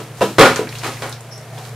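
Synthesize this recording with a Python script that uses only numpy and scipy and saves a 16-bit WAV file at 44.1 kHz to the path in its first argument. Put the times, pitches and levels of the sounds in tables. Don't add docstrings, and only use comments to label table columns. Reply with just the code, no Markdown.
import sys
import numpy as np
from scipy import signal
from scipy.fft import rfft, irfft
from scipy.io import wavfile

SR = 44100
rng = np.random.default_rng(int(sys.argv[2]) if len(sys.argv) > 2 else 0)


def put_to_file(sound):
    columns = np.atleast_2d(sound).T
    safe = np.clip(columns, -1, 1)
    whole_steps = np.round(safe * 32767)
    wavfile.write(sys.argv[1], SR, whole_steps.astype(np.int16))


N = 77175
T = np.arange(N) / SR


def from_db(db):
    return 10 ** (np.asarray(db) / 20)


def unit_rms(x):
    return x / np.sqrt(np.mean(x ** 2) + 1e-20)


def at_hz(points, hz):
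    f, value = np.transpose(points)
    return np.interp(np.log(hz), np.log(f), value)


def drift(corner_hz):
    f = np.arange(N + 1) * SR / (2 * N)
    spectrum = rfft(rng.standard_normal(2 * N)) / (1 + (f / corner_hz) ** 2)
    return unit_rms(irfft(spectrum))[:N]


def decay(start_s, t60_s, attack_s):
    age = np.maximum(T - start_s, 0)
    return (1 - np.exp(-age / attack_s)) * np.exp(-np.log(1000) * age / t60_s)


def leak(pulses, tau_s):
    return signal.lfilter([1], [1, -np.exp(-1 / (tau_s * SR))], pulses + 1e-18)


# f/Hz, correlation
ROOM_CORRELATION = [(100, 0.94), (300, 1), (600, 0.99), (1000, 0.99), (2000, 0.77), (4000, 0.7),
                    (8000, 0.15), (15000, 0.04)]

def stereo(pair, hz):
    alike = np.clip(at_hz(ROOM_CORRELATION, hz), 0, .999)
    mid, side = np.sqrt((1 + alike) / 2) * pair[0], np.sqrt((1 - alike) / 2) * pair[1]
    return np.array([mid + side, mid - side])


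def noise_bands(spectrum):
    edges = np.geomspace(20, 17000, 25)
    centres = np.sqrt(edges[1:] * edges[:-1])
    white = rng.standard_normal((2, 2, N))
    gains = from_db(at_hz(spectrum, centres))
    gains /= np.sqrt(np.sum(gains ** 2 * np.diff(edges)) * 2 / SR)
    for k, hz in enumerate(centres):
        bandpass = signal.butter(2, edges[k:k + 2], "band", fs=SR, output="sos")
        yield hz, gains[k] * stereo(signal.sosfilt(bandpass, white[k % 2]), hz)


def coloured_noise(spectrum):
    return sum(band for hz, band in noise_bands(spectrum))


ATTACK_S = 0.0012

def clatter(blows, spectrum, t60s, gain_db, crack_s=0.0096, crack_db=-1.5):
    out = np.zeros((2, N))
    for hz, band in noise_bands(spectrum):
        energy = np.zeros(N + SR)
        for t, db, tilt in blows:
            energy[int((t + 1) * SR)] += from_db(db + gain_db + tilt * np.log2(hz / 1000)) ** 2
        tail = leak(energy, at_hz(t60s, hz) / (2 * np.log(1000)))
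        crack = from_db(crack_db) ** 2 * leak(energy, crack_s)
        out += band * np.sqrt(tail + crack)[SR:]
    return out


def ring(blows, modes, gain_db):
    out = np.zeros((2, N))
    t, db, tilt = np.transpose(blows)
    phases = 2 * np.pi * rng.random((len(blows), len(modes)))
    rise = np.exp(-1 / (ATTACK_S * SR))
    for (hz, mode_db, t60_s), phase in zip(modes, phases.T):
        strength = from_db(db + gain_db + mode_db + tilt * np.log2(hz / 1000))
        kicks = np.zeros(N + SR, complex)
        kicks[((t + 1) * SR).astype(int)] = strength * np.exp(1j * phase)
        pole = np.exp((2j * np.pi * hz - np.log(1000) / t60_s) / SR)
        mode = signal.lfilter([0, 1 - rise], np.poly([pole, pole * rise]), kicks + 1e-18)[SR:]
        out += stereo([mode.real, mode.imag], hz)
    return out


# t/s, level/dB, tilt/(dB/oct)
MOULD_KNOCKS = [(-.03, -12.5, -0.5), (.209, -8, -1.5), (.2158, -3, -0.3), (.2395, -17.5, 0.5),
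                (.301, -32.5, -3), (.592, -16.5, -3.6), (.610, -20.5, -5.5)]
# f/Hz, density/dB
MOULD_SPECTRUM = [(40, -49), (110, -17), (220, -8), (450, 2.5), (680, -3), (1000, -11.5), (1400, -10.5),
                  (1900, -19), (2800, -17), (6000, -25.5), (10000, -28), (15000, -39)]
# f/Hz, t60/s
MOULD_DECAY = [(150, 0.37), (500, 0.23), (2000, 0.32), (10000, 0.57)]
# f/Hz, level/dB, t60/s
MOULD_RESONANCES = [(200.5, -15, 0.38), (323, -15, 0.35), (390, -2.5, 0.086), (432.5, 1, .13),
                    (496.7, -5.5, .12), (718, -8.5, 0.16), (966.5, -9, 0.13), (990, -13, 0.2),
                    (1310, -17, 0.28), (2720, -20.5, 0.24)]

def mould_knocks():
    noise = clatter(MOULD_KNOCKS, MOULD_SPECTRUM, MOULD_DECAY, gain_db=-10.5)
    return noise + ring(MOULD_KNOCKS, MOULD_RESONANCES, gain_db=-4.5)


# f/Hz, level/dB
HUM_TONES = [(118.4, -37), (145.3, -44), (220.7, -54), (441.4, -53), (716, -57)]
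# t/s, gain/dB
HUM_ENVELOPE = [(0, -0.5), (.35, 1), (.7, 2.5), (.95, 2.5), (1.15, -0.5), (1.4, -1.5), (1.75, 2)]

def motor_hum(waver_db=0.5, waver_hz=1.38):
    hum = np.zeros(N)
    for hz, db in HUM_TONES:
        amplitude = np.sqrt(2) * from_db(db + waver_db * drift(12))
        phase = 2 * np.pi * np.cumsum(hz + waver_hz * drift(6.4)) / SR
        hum += amplitude * np.sin(phase)
    return hum * from_db(np.interp(T, *np.transpose(HUM_ENVELOPE)))


# f/Hz, density/dB
AIR_SPECTRUM = [(25, -34), (60, -47), (95, -12), (130, 6.5), (200, -15.5), (300, -15), (420, -6), (620, -7),
                (1000, -13.5), (2000, -15.5), (5000, -29.5), (10000, -30), (15000, -38)]

def workshop_air(level_db=-39):
    return from_db(level_db) * coloured_noise(AIR_SPECTRUM)


# t/s, level/dB
SCRAPE_ENVELOPE = [(0, -40.5), (.12, -48.5), (.19, -40), (.35, -43.5), (.55, -34.5), (.66, -42),
                   (.78, -35.5), (.89, -38), (.96, -37.5), (1.11, -37.5), (1.19, -47.5), (1.5, -46.5),
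                   (1.58, -41), (1.66, -39), (1.75, -46)]
# f/Hz, density/dB
SCRAPE_SPECTRUM = [(100, 5), (600, -0.5), (1200, 3), (2500, -2), (5000, -1.5), (10000, -3.5),
                   (15000, -13.5)]

def scrape(grains_per_s=570, grain_s=0.00033, grain_depth=0.56):
    grains = (rng.random(N) < grains_per_s / SR) * rng.exponential(1, N)
    roughness = unit_rms(1 + grain_depth * leak(grains, grain_s))
    rasp = coloured_noise(SCRAPE_SPECTRUM) * roughness
    return rasp * from_db(np.interp(T, *np.transpose(SCRAPE_ENVELOPE)))


# t/s, level/dB, tilt/(dB/oct)
SLAB_BLOWS = [(.3835, -2.5, 1), (.392, -5.5, 3.5), (.399, 1, -2.5), (.410, 0.5, 1.7), (.430, -3.5, -2.3),
              (.454, -6, 1.76), (.559, -21, 4.5)]
# f/Hz, density/dB
SLAB_SPECTRUM = [(25, -39), (60, -41), (110, -15), (180, -13.5), (420, 4), (700, -2.5), (1300, -3),
                 (2500, -12), (4000, -17.5), (6000, -24), (10000, -28.5), (15000, -43)]
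# f/Hz, t60/s
SLAB_DECAY = [(100, 0.42), (500, 0.24), (2000, 0.37), (10000, 0.34)]
# f/Hz, level/dB, t60/s
SLAB_RESONANCES = [(245.8, -12, 0.51), (267.7, -13.5, 0.44), (325.6, -16, 0.34), (384.6, 0, 0.16),
                   (420.4, -3, 0.32), (512, -4, 0.27), (543, -5.5, 0.4), (686, -14.5, 0.33),
                   (742, -10, 0.33), (774.5, -7, 0.33), (1026, -2.5, 0.28), (1112, -3, 0.26),
                   (1258, -5, 0.28), (1427, -6.5, 0.32), (1660, -23, .26), (2245, -9.5, 0.26),
                   (2510, -13, .25), (3185, -14, 0.19), (4075, -10, 0.19)]

def slab_crash():
    noise = clatter(SLAB_BLOWS, SLAB_SPECTRUM, SLAB_DECAY, gain_db=-5.5)
    return noise + ring(SLAB_BLOWS, SLAB_RESONANCES, gain_db=-11)


# t/s, level/dB
FLOOR_THUMPS = [(0.385, -8), (.416, -30), (0.487, -20)]
# f/Hz, density/dB
FLOOR_SPECTRUM = [(25, -37), (55, -33), (80, -13), (110, 6), (150, 2), (260, -13), (1000, -53)]

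def floor_thumps(t60_s=0.23, attack_s=0.0062):
    envelope = sum(from_db(db) * decay(t, t60_s, attack_s) for t, db in FLOOR_THUMPS)
    return coloured_noise(FLOOR_SPECTRUM) * envelope


# t/s, level/dB, f/Hz
GRIT_TICKS = [(.560, -19.5, 5560), (0.6723, -26, 1860), (0.6906, -28.5, 4300), (.7261, -28, 2200),
              (0.7537, -25.5, 3150), (0.785, -29, 5500), (.795, -30.5, 4700), (0.8164, -29, 2260),
              (.920, -29.5, 3650), (0.937, -34, 4400), (0.97, -30, 2040), (1.095, -31.5, 8500),
              (1.1263, -25.5, 4450), (1.207, -36, 8100), (1.378, -36, 7200), (1.580, -37, 3140),
              (1.652, -35, 4160)]

def grit_ticks(snap_s=0.0022, log_half_width=0.25, room_db=-12, room_t60_s=.25):
    out = np.zeros((2, N))
    for t, db, hz in GRIT_TICKS:
        edges_hz = hz * np.exp([-log_half_width, log_half_width])
        bandpass = signal.butter(2, edges_hz, "band", fs=SR, output="sos")
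        noise = unit_rms(signal.sosfilt(bandpass, rng.standard_normal((2, N))))
        snap = (T >= t) * np.exp(-np.abs(T - t) / snap_s)
        wash = from_db(room_db) * decay(t, room_t60_s, ATTACK_S)
        out += from_db(db) * stereo(noise, hz) * (snap + wash)
    return out


# t/s, level/dB, tilt/(dB/oct)
SLAB_BUMPS = [(.834, -25, 4), (.8435, -22, 3), (.852, -27.5, -4.5), (.866, -29, 5.6), (.882, -32.5, -3.5),
              (1.021, -22.5, 2.4), (1.034, -24, 0.2), (1.049, -26.5, -2.5), (1.578, -33, -0.8)]
# f/Hz, density/dB
BUMP_SPECTRUM = [(40, -43), (150, -41), (300, -0.5), (600, 3), (1100, -0.5), (2500, -9), (5000, -18.5),
                 (10000, -26), (15000, -43)]

def slab_bumps():
    noise = clatter(SLAB_BUMPS, BUMP_SPECTRUM, SLAB_DECAY, gain_db=-4)
    return noise + ring(SLAB_BUMPS, SLAB_RESONANCES, gain_db=-9.5)


# t/s, level/dB, f/Hz
RUB_TRACK = [(1.25, -61, 620), (1.42, -44, 619), (1.501, -56, 641), (1.54, -42, 701.4), (1.60, -42, 774),
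             (1.68, -57, 770)]

def slab_rub(width_hz=58):
    t, db, hz = np.transpose(RUB_TRACK)
    phase = 2 * np.pi * np.cumsum(np.interp(T, t, hz)) / SR
    rub = drift(width_hz) * np.cos(phase) + drift(width_hz) * np.sin(phase)
    return rub * np.interp(T, t, from_db(db), left=0, right=0)


# t/s, level/dB
CHIRP_ENVELOPE = [(1.305, -67), (1.322, -40), (1.333, -38), (1.345, -43), (1.375, -43.5), (1.40, -48.5),
                  (1.46, -63)]

def chirp(pitch_hz=5480, rough_hz=340, octave_db=-10):
    tone = np.zeros((2, N))
    for hz, partial_db in [(pitch_hz, 0), (2 * pitch_hz, octave_db)]:
        smear = np.array([drift(rough_hz) + 1j * drift(rough_hz) for _ in range(2)])
        partial = (smear * np.exp(2j * np.pi * hz * T)).real
        tone += from_db(partial_db) * stereo(partial, hz)
    t, db = np.transpose(CHIRP_ENVELOPE)
    return tone * np.interp(T, t, from_db(db), left=0, right=0)


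def scene():
    impacts = mould_knocks() + slab_crash() + floor_thumps() + slab_bumps()
    friction = grit_ticks() + scrape() + slab_rub()
    return impacts + friction + chirp() + motor_hum() + workshop_air()


def record(dry, knee=10, mono_below_hz=290, cutoff_hz=15700):
    saturated = dry / (1 + np.abs(dry) ** knee) ** (1 / knee)
    mid = saturated.mean(axis=0)
    highpass = signal.butter(1, mono_below_hz, "high", fs=SR, output="sos")
    side = signal.sosfiltfilt(highpass, saturated - mid)
    lowpass = signal.firwin(255, cutoff_hz, fs=SR)
    return signal.fftconvolve(mid + side, lowpass[None], mode="same", axes=1)


dry = scene()
out = record(dry)
put_to_file(out)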